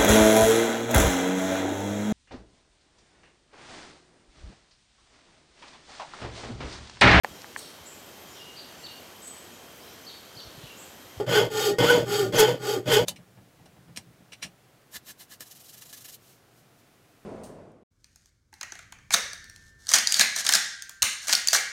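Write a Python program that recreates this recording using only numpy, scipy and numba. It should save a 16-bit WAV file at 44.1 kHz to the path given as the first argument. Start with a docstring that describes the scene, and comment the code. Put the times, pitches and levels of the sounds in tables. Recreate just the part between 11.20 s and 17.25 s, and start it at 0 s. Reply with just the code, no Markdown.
"""A thin fret-saw blade cuts a steel plate in a small, quiet workshop. The teeth tear chips on biting
down-strokes and lighter returns: the plate rasps, the bench rumbles, the taut blade sings and judders.
The sawing cuts off abruptly; a steel clink follows. Hands bump about and uncap a felt marker with
plastic clicks and a rub. Felt hisses over a steel bar held in a vice: four strokes, a quickening
scribble, one last stroke. Faint swishes follow as the hand withdraws."""
import sys
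import numpy as np
from scipy import signal
from scipy.fft import rfft, irfft, next_fast_len
from scipy.io import wavfile
from scipy.ndimage import uniform_filter1d
from numba import njit

SR = 44100
rng = np.random.default_rng(int(sys.argv[2]) if len(sys.argv) > 2 else 0)


def wrap_up_sound(samples):
    """Save the sound to the file named by the first command line argument, as 16-bit audio."""
    columns = np.atleast_2d(samples).T
    # keep every value between -1 and 1, then stretch to whole-number steps
    tamed = np.clip(columns, -1, 1)
    steps = np.round(tamed * 32767).astype(np.int16)
    wavfile.write(sys.argv[1], SR, steps)


N = 266805
TIME = np.arange(N) / SR
CUTOFF_HZ = 15750
SAW_GATE_S = 1.851   # the sawing cuts off abruptly here

# bright hiss of the felt tip and the hand's swishes: (frequency [Hz], level [dB])
HISS_COLOUR = [(1180, -33), (2000, -10), (2420, -7), (3060, -0.5), (3740, -2), (4010, 1.5), (4770, -2),
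               (5210, 1), (7000, 0.5), (10600, -3), (12300, 1.5), (15200, -4.5), (16000, -13)]


def from_db(db):
    """Decibels to gain."""
    return 10 ** (np.asarray(db) / 20)


def rms_one(x):
    """Scale to unit power."""
    return x / np.sqrt(np.mean(x ** 2) + 1e-20)


def evened(x, size=1300):
    """Ride the gain to hold unit power, smoothed over size samples."""
    return x / np.sqrt(np.abs(uniform_filter1d(uniform_filter1d(x * x, size), size)) + 1e-12)


def in_time(rows):
    """Breakpoints to one automation curve per column."""
    times, *columns = np.transpose(rows)
    return [np.interp(TIME, times, column) for column in columns]


def band(x, edges_hz, kind, order=4):
    """Butterworth filter."""
    return signal.sosfilt(signal.butter(order, edges_hz, kind, fs=SR, output="sos"), x)


def body(x, colour, modes=()):
    """Filter of unit power gain: a broad colour with resonances standing on it."""
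    size = 2 * next_fast_len(N // 2 + SR // 4)
    hz = np.fft.rfftfreq(size, 1 / SR) + 1e-3
    colour_hz, colour_db = np.transpose(colour)
    power = from_db(np.interp(np.log(hz), np.log(colour_hz), colour_db)) ** 2
    for centre, width, db in modes:
        power = power + from_db(db) ** 2 / (1 + ((hz - centre) / width) ** 2) ** 2
    power /= np.mean(power * (hz < CUTOFF_HZ))
    cepstrum = irfft(np.log(power))[:size // 2]   # minimum phase: nothing sounds early
    cepstrum[0] /= 2
    return irfft(rfft(x, size) * np.exp(rfft(cepstrum, size)))[:N]


def ringing(x, t60, wet_db):
    """Countless close modes, of a plate or a small room, add a short diffuse tail."""
    t = TIME[:SR // 3]
    tail = rng.standard_normal(len(t)) * from_db(-60 * t / t60) * (t > .001)
    return x + from_db(wet_db) * signal.fftconvolve(x, tail / np.linalg.norm(tail))[:N]


@njit
def resonator(force, hz, width_hz):
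    """One mode whose pitch can glide."""
    out, state = np.zeros(len(force)), 0j
    for i in range(len(force)):
        state = state * np.exp((-np.pi * width_hz + 2j * np.pi * hz[i]) / SR) + force[i]
        out[i] = state.real
    return out


def wander(rate_hz):
    """Smooth random modulation at unit power."""
    return rms_one(band(rng.standard_normal(N), rate_hz, "low", order=2))


def grit(per_s, spread_db):
    """Dense micro-clicks of uneven size, at unit power."""
    sizes = from_db(spread_db * np.minimum(rng.exponential(1, N), 4))
    return rms_one(rng.standard_normal(N) * sizes * (rng.random(N) < per_s / SR))


def pulses(per_s, jitter):
    """One click per cycle of an unsteady rate."""
    cycles = np.cumsum(per_s * (1 + jitter * wander(150))) / SR
    return np.diff(np.floor(cycles), prepend=0)


def blow(s, db, rise, t60):
    """Envelope that swells to its peak at s and dies away."""
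    return from_db(db - 60 * np.maximum(TIME - s, 0) / t60) * np.exp(np.minimum(TIME - s, 0) / rise)


def swell(s, half, db=0):
    """Bell-shaped envelope around s."""
    return from_db(db) * np.exp(-((TIME - s) / half) ** 2)


def room_tone():
    """A steady, dark bed of workshop noise."""
    # (frequency [Hz], level [dB])
    room_colour = [(15, -61), (25, -18), (80, -13.5), (117, -1), (206, -9.5), (277, -8.5), (591, -12.5),
                   (714, -11), (911, -18), (1020, -16.5), (1440, -17), (1650, -18), (3920, -24),
                   (14800, -30.5), (16000, -33)]
    return from_db(-60) * body(rng.standard_normal(N), room_colour)


def rustle():
    """Faint swishes as the hand withdraws."""
    # (time [s], half length [s], level [dB])
    swishes = [(5.09, 0.077, -59), (5.384, 0.039, -65), (5.597, 0.025, -67.5)]
    return sum(swell(*swish) for swish in swishes) * body(rng.standard_normal(N), HISS_COLOUR)


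def hands():
    """Each bump gives a low thud in the bench and a dull knock; lighter fumbling fills the gaps."""
    # soft bumps: (time [s], thud [dB], knock [dB])
    bumps = [(1.86, -41.5, -49.5), (1.904, -43.5, -42.5), (1.99, -50, -51.5), (2.174, -52, -48),
             (2.395, -45, -54), (2.459, -58, -51.5), (2.567, -55, -52), (2.684, -44.5, -49.5),
             (2.776, -56, -45.5), (2.875, -44.5, -65), (3.005, -62, -57), (3.111, -52, -61),
             (3.247, -39, -46)]
    # tone of each layer: (frequency [Hz], level [dB])
    thud_colour = [(40, 10), (90, -14), (120, 0), (175, 3), (220, -25), (400, -13), (1000, -55.5)]
    knock_colour = [(100, 10), (280, -5), (600, -0.5), (830, -0.5), (1100, -14), (2200, -14.5), (6000, -42)]
    fumble = from_db(-58 + 3.5 * wander(12)) * (TIME > 1.9) * (TIME < 3.2)
    thud_level = fumble + sum(blow(s, db, rise=.016, t60=.27) for s, db, _ in bumps)
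    knock_level = sum(blow(s, db, rise=.002, t60=.14) for s, _, db in bumps)
    thuds = thud_level * evened(body(rng.standard_normal(N), thud_colour))
    knocks = body(knock_level * rng.standard_normal(N), knock_colour)
    return band(thuds + knocks, 89, "high")


def cap():
    """The marker's plastic cap clicks brightly, then rubs off its barrel with a duller rasp."""
    # clicks and slides: (time [s], level [dB], rise [s], t60 [s], low-pass [Hz])
    contacts = [(1.9603, -43.5, .0002, 0.067, 4500), (2.457, -56.5, .001, 0.054, 14000),
                (2.762, -41.5, .0002, 0.13, 14000), (2.7736, -23, 0.00025, 0.0096, 12700),
                (2.775, -54, .001, 0.069, 12000), (3.121, -42.5, 0.0013, 0.097, 4200),
                (3.132, -38.5, 0.002, 0.049, 4940), (3.228, -30.5, 0.0034, 0.091, 6000),
                (3.236, -35, 0.0029, 0.1, 5470)]
    # tone of the plastic: (frequency [Hz], level [dB])
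    cap_colour = [(100, -32), (200, -5.5), (1300, -8), (2300, -3.5), (3300, -2), (4750, -6), (5400, -3),
                  (6300, -11), (8200, -3), (10000, -5), (11600, -10), (14000, -9), (16000, -24)]
    # its resonances: (frequency [Hz], width [Hz], level [dB])
    cap_modes = [(2290, 130, 6.5), (2830, 390, 3.5), (4080, 230, 1.5), (5700, 230, 5.5), (7000, 230, -2.5),
                 (8580, 60, 1), (8600, 80, -9)]
    force = 0
    for s, db, rise, t60, top_hz in contacts:
        contact = blow(s, db, rise, t60) * rng.standard_normal(N)
        force = force + band(contact, top_hz, "low", order=1)
    return body(force * from_db(1.8 * wander(600)), cap_colour, cap_modes)


def scribble_speed():
    """Relative speed of the tip as it swings to and fro, unevenly and ever faster."""
    start_s, end_s = 4.197, 4.909
    swings_per_s, quickening_per_s2 = 20, 11
    t = TIME - start_s
    swing = np.sin(np.pi * (swings_per_s * t + quickening_per_s2 * t ** 2 / 2)) ** 2
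    turn = from_db(-10)   # some hiss remains at the turning points
    uneven = from_db(1.4 * wander(14))
    return (turn + (1 - turn) * swing) * uneven * (t > 0) * (TIME < end_s)


def marker():
    """Felt fibres slip over the steel bar; hiss and bar tone follow the speed of each stroke."""
    # single strokes: (fastest at [s], rise [s], fall [s], hiss [dB], bar [dB])
    lines = [(3.766, 0.046, 0.0091, -40, -41), (3.904, 0.056, 0.021, -44.5, -46.5),
             (4.007, 0.027, 0.044, -47.5, -53), (4.127, .04, 0.035, -48.5, -51),
             (4.943, 0.038, 0.018, -45.5, -70)]
    # pressure on the felt in the scribble: (time [s], hiss [dB], bar [dB])
    pressure = [(4.2, -47.5, -47), (4.27, -50.5, -66), (4.49, -47.5, -67), (4.63, -48.5, -57.5),
                (4.9, -46.5, -56.5)]
    # the tip lands on the bar: (time [s], level [dB], t60 [s])
    landings = [(4.207, -31, 0.0085), (4.728, -45.5, 0.043)]
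    # tone of the clamped bar: (frequency [Hz], level [dB])
    bar_colour = [(30, -40), (80, 2), (150, -6), (500, -4.5), (900, -4.5), (1400, -3.5), (1800, 4.5),
                  (2300, -5.5), (4000, -0.5), (8000, -36)]
    strokes = [(swell(s, np.where(TIME < s, rise, fall)) ** 2, hiss_db, bar_db)
               for s, rise, fall, hiss_db, bar_db in lines]
    strokes.append((scribble_speed(), *in_time(pressure)))
    hiss_level = sum(from_db(db - 1.5) * speed for speed, db, _ in strokes)
    bar_level = sum(from_db(db - 1.6) * speed ** 2 for speed, _, db in strokes)
    taps = sum(blow(s, db, .00033, t60) for s, db, t60 in landings)
    felt = body((hiss_level + taps) * grit(per_s=20000, spread_db=3), HISS_COLOUR)
    bar = body((bar_level + .33 * taps) * grit(per_s=6000, spread_db=-.5), bar_colour)
    return felt + bar


def clink():
    """A short slide of steel on steel ends in a sharp contact."""
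    # (time [s], level [dB], t60 [s])
    hits = [(1.883, -23, 0.074)]
    # tone of the steel: (frequency [Hz], level [dB])
    steel_colour = [(100, -21), (600, -11), (1100, -16), (2200, -17), (3000, -11), (7000, -9),
                    (11000, -14.5), (16000, -24)]
    # its resonances: (frequency [Hz], width [Hz], level [dB])
    steel_modes = [(498, 56, 4.5), (2760, 38, -3), (3000, 16, 5), (3710, 83, 3.5), (4120, 110, -0.5),
                   (4597, 50, -2), (6223, 60, -18), (6815, 68, -7), (8800, 130, -4), (10020, 60, -3),
                   (12590, 90, -6)]
    force = 0
    for s, db, t60 in hits:
        slide = blow(s, db - 13, .0045, t60)
        snap = blow(s, db, .0001, .007)
        tail = blow(s, db - 6, .0001, t60)
        force = force + slide + snap + tail
    return body(force * rng.standard_normal(N), steel_colour, steel_modes)


def bench(shake_db):
    """The sawing shakes a low rumble out of the bench."""
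    # (frequency [Hz], level [dB])
    bench_colour = [(25, -42.5), (55, -8.5), (85, -25), (108, 3), (127, 12), (148, -9.5), (170, 6),
                    (195, -3), (240, -5.5), (290, 0.5), (380, -2.5), (540, -16), (600, -1.5), (680, -29),
                    (1000, -45.5)]
    return from_db(shake_db) * evened(body(grit(per_s=3000, spread_db=-.5), bench_colour))


def frame(force, shake_db):
    """The teeth ring one mode of the saw frame, just under the bench in level."""
    ring = resonator(force, hz=np.full(N, 582.), width_hz=34)
    return from_db(shake_db - 3) * evened(band(ring, [480, 680], "band", order=2))


def squeals():
    """The blade's flank rubs in the kerf and friction locks on to one high mode for a moment."""
    # (time [s], half length [s], pitch [Hz], level [dB])
    chirps = [(0.543, .026, 1870, -45), (0.956, 0.0056, 4654, -34), (1.168, 0.0071, 6180, -29)]
    return sum(np.sqrt(2) * swell(s, half, db) * np.sin(2 * np.pi * hz * TIME)
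               for s, half, hz, db in chirps)


def judder(pitch):
    """Under heavy pressure the teeth snag once per swing of the blade: a snap and a spray of chips."""
    # (time [s], half length [s], level [dB])
    bursts = [(0.706, 0.011, -34.5), (1.199, 0.015, -22.5), (1.738, 0.024, -31.5)]
    # bright snap: (frequency [Hz], level [dB])
    snap_colour = [(400, -7.5), (3000, -2.5), (7000, 1), (9000, -5.5), (12000, -1.5), (16000, -14)]
    snags = pulses(pitch, jitter=.012)
    chips = evened(signal.lfilter([1], [1, -.96], snags) * rng.standard_normal(N))
    pressure = sum(swell(*burst) for burst in bursts)
    force = pressure * (1.2 * evened(snags) + .667 * chips)
    return ringing(body(force, snap_colour), t60=.061, wet_db=-5)


def tooth_tone(rate):
    """The tooth rate itself is heard as a gliding zip, with its octave."""
    phase = 2 * np.pi * np.cumsum(np.abs(rate) * (1 + .01 * wander(120))) / SR
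    return (np.sin(phase) + from_db(-12.5) * np.sin(2 * phase)) * from_db(2 * wander(80))


def blade(force, pitch, swing_db):
    """The taut blade is half bowed, half shaken by the teeth: its fundamental and its octave."""
    phase = 2 * np.pi * np.cumsum(pitch * (1 + .016 * wander(78))) / SR
    bowed = np.sin(phase) * from_db(4.5 * wander(47.7))
    shaken = band(resonator(force, pitch, width_hz=9.2), [300, 700], "band", order=2)
    fundamental = evened(bowed + from_db(-3) * evened(shaken, size=900), size=900)
    bowed = np.sin(2 * phase) * from_db(.64 * wander(38.68))
    shaken = band(resonator(force, 2 * pitch, width_hz=27.48), [650, 1200], "band", order=2)
    octave = evened(bowed + from_db(-5.5) * evened(shaken))
    octave_db = -12.5 + .25 * (swing_db + 19)   # a wider swing is brighter
    return from_db(swing_db) * (fundamental + from_db(octave_db) * octave)


def scraping(force, cutting, rasp_db, plate_db):
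    """High rasp and midrange plate ring; the blade presses on the kerf differently in each direction."""
    # broad tone of the scrape: (frequency [Hz], level [dB])
    cut_colour = [(100, -24.5), (700, -42), (1050, -14), (2000, -20), (2800, -17.5), (3400, -14),
                  (3800, -21), (5000, -22.5), (7900, -25), (8600, -33), (10500, -31), (12300, -27.5),
                  (14000, -31), (16000, -38.5)]
    return_colour = [(100, -21), (700, -53), (1050, -21), (2000, -22), (2800, -21.5), (3400, -17.5),
                     (3900, -23), (5000, -22.5), (7900, -24.5), (8600, -31.5), (10500, -28), (12300, -24.5),
                     (14000, -29.5), (16000, -35)]
    # resonances of plate and saw frame: (frequency [Hz], width [Hz], level [dB])
    cut_modes = [(818, 71, -9.5), (942, 39, -25.5), (1485.6, 22, -1.5), (1830, 72, -17.5), (2102, 13, -9),
                 (2610, 40, -18), (3070, 68, -6), (3310, 69, -9), (3450, 24.5, -8), (4445, 97, -20.5),
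                 (4717, 120, -13), (5145, 88, -15), (6066, 46, -24), (6760, 100, -14), (7160, 32, -32),
                 (8020, 110, -27)]
    return_modes = [(806, 41.4, -3), (1203, 21, -5.5), (1427, 40, -5), (1800, 15, -10.5), (2660, 72, -26),
                    (3000, 46, -16.5), (3220, 39, -5.5), (3700, 42, -13.5), (4630, 230, -13),
                    (4980, 49, -20), (5285, 62, -14), (6064, 45, -18.5), (6700, 130, -14), (7740, 360, -19)]
    scrape = cutting * body(force, cut_colour, cut_modes)
    scrape += (1 - cutting) * body(force, return_colour, return_modes)
    treble = ringing(band(scrape, 2200, "high"), t60=.07, wet_db=-1)
    rasp = from_db(rasp_db + .74 * wander(90)) * evened(treble, size=600)
    plate = from_db(plate_db - 2.5) * evened(band(scrape, [680, 2200], "band"), size=700)
    return rasp + plate


def stroke_place(t, start, fastest, end):
    """0 at the fastest moment of a stroke, 1 at both turning points."""
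    return np.interp(t, [start, fastest, end], [1, 0, 1])


def stroke_speed(t, start, fastest, end):
    """Speed of the sawing hand, 0-1, in a rounded arch."""
    return 1 - stroke_place(t, start, fastest, end) ** np.where(t < fastest, 1.55, 1.5)


def stroke_fade(t, start, fastest, end, entry, depth_db, curvature):
    """Level in dB relative to mid-stroke; a hard entry starts almost at full force."""
    return -depth_db * np.where(t < fastest, entry, 1) * stroke_place(t, start, fastest, end) ** curvature


def saw_motion():
    """Automation: tooth rate, blade pitch, and dB levels of rasp, plate, tooth tone, blade and bench."""
    # (start [s], fastest [s], end [s], top rate [teeth/s, negative on returns], soft entry [0-1],
    #  rasp [dB], plate [dB], tooth tone [dB], blade [dB], bench [dB], blade at full speed [Hz],
    #  swing stalls at [s], stall half length [s])
    strokes = [(-.25, -0.089, .055, -1500, 1, -32.5, -29, -44.5, -16.5, -35.5, 425.5, .06, 0.005),
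               (.064, .165, .298, 1560, .8, -24, -22.5, -21.5, -17, -26, 422.8, .148, 0.0056),
               (0.301, 0.449, 0.56, -1700, 0.72, -27, -29, -45, -18, -33.5, 420.2, .437, 0.034),
               (0.584, 0.707, 0.87, 1495, 0.19, -25.5, -24, -15, -16, -23.5, 484.3, 0.68, 0.019),
               (.85, .965, 1.121, -1600, 0.71, -30.5, -30.5, -55, -20.5, -29, 406.2, .975, 0.011),
               (1.123, 1.207, 1.381, 1749.5, 0.66, -23.5, -23, -26.5, -14, -25.5, 428.3, 1.268, 0.0099),
               (1.386, 1.51, 1.623, -1600, 0.88, -33, -32.5, -51, -22.5, -34, 410.3, 1.527, 0.011),
               (1.657, 1.746, 1.86, 1801, 0.88, -21.5, -22.5, -27.5, -14.5, -23.5, 425.7, 1.755, 0.0094)]
    # fades towards the turning points, cut then return: (depth [dB], curvature)
    rasp_fade = ((29, 1.6), (29, 1.89))
    plate_fade = ((27.84, 1.6), (24.8, 2.77))
    blade_fade = ((33.5, 1.7), (24.8, 1.69))
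    bench_fade = ((9, 2.2), (6, 0.83))
    # slow teeth shake the bench most: (rate [teeth/s], level [dB])
    bench_response = [(0, -11.5), (380, -1), (1000, -2), (1500, -8)]
    blade_lag_s, bench_trend_db_per_s = (.014, .022), (-9, 21)   # cut, return
    taut_hz, plate_mode_hz, lock_width_hz = 473.8, 1506, 95
    even_bite_s, even_fade_s, turn_s = .125, .035, .0019
    controls = np.zeros((7, N))
    for start, fastest, end, top_rate, entry, *levels, hz, stall, stall_half in strokes:
        rasp_db, plate_db, tone_db, blade_db, bench_db = levels
        now = (TIME >= start) & (TIME < SAW_GATE_S + .1)
        t, span = TIME[now], (start, fastest, end)
        way = int(top_rate < 0)   # 0 cut, 1 return
        rate = top_rate * stroke_speed(t, *span)
        late = t - blade_lag_s[way]   # the swing builds and dies later than the force
        if way:   # the pitch sags; after the stall it restarts sharp and slides flat
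            restart = stall + .04
            pitch = hz - 90 * (t - fastest) - 750 * (t - restart) * swell(restart, .045)[now]
        else:   # a cut holds the blade taut until it nears full speed
            slack = np.clip(.5 + (stroke_speed(late, *span) - .86) / .1, 0, 1)
            pitch = taut_hz + (hz - taut_hz) * slack
        # the tooth tone peaks while the early, even bite meets the plate's main resonance
        even = np.exp(-np.maximum(t - start - even_bite_s, 0) / even_fade_s)
        lock = even / (1 + ((np.abs(rate) - plate_mode_hz) / lock_width_hz) ** 2)
        stalling = swell(stall, stall_half)[now]
        grab_db = 2.5 * swell(start + .025, .012)[now] * (1 - way)   # teeth grab as a cut begins
        bite_db = stroke_fade(t, *span, entry, *plate_fade[way]) + grab_db
        ease_db = -.5 * lock * (1 - way) - 1.5 * stalling
        shake_db = np.interp(np.abs(rate), *np.transpose(bench_response))
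        shake_db += bench_trend_db_per_s[way] * (t - fastest)
        controls[:, now] = (
            rate, pitch,
            rasp_db + stroke_fade(t, *span, entry, *rasp_fade[way]) + grab_db + ease_db,
            plate_db + bite_db - 2.5 * stalling,
            tone_db + bite_db - 16 * (1 - lock) - 8.5 * (1 - even),
            blade_db + stroke_fade(late, *span, entry, *blade_fade[way]) - 11.5 * stalling,
            bench_db + stroke_fade(t, *span, entry, *bench_fade[way]) + shake_db + grab_db)
    return uniform_filter1d(controls, int(turn_s * SR), axis=1)


def saw():
    """Teeth catch one by one and tear chips; that force drives plate, blade and frame."""
    rate, pitch, rasp_db, plate_db, tone_db, swing_db, shake_db = saw_motion()
    bites = pulses(np.abs(rate) + 40, jitter=.015) * from_db(1.15 * rng.standard_normal(N))
    teeth = evened(band(bites, 200, "high", order=2))
    force = from_db(-9) * teeth + grit(per_s=9000, spread_db=3)
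    cutting = np.clip(.5 + rate / 300, 0, 1)   # crossfade: 1 on the cut, 0 on the return
    scrape = scraping(force, cutting, rasp_db, plate_db)
    song = from_db(tone_db) * tooth_tone(rate) + blade(force, pitch, swing_db)
    low_end = bench(shake_db) + cutting * frame(force, shake_db)
    gate = np.clip((SAW_GATE_S - TIME) / .0022, 0, 1)
    return (scrape + song + low_end + judder(pitch) + squeals()) * gate


def scene():
    """The close saw, then small handling sounds with a short room tail, over quiet room tone."""
    background = rustle() + room_tone()
    handling = ringing(clink() + cap() + hands() + marker(), t60=.064, wet_db=-3)
    return (background + handling + saw())[None]


def record(dry):
    """A steep low-pass takes off the very top."""
    return signal.sosfilt(signal.ellip(12, .1, 90, CUTOFF_HZ, fs=SR, output="sos"), dry)


dry = scene()
out = record(dry)
wrap_up_sound(out)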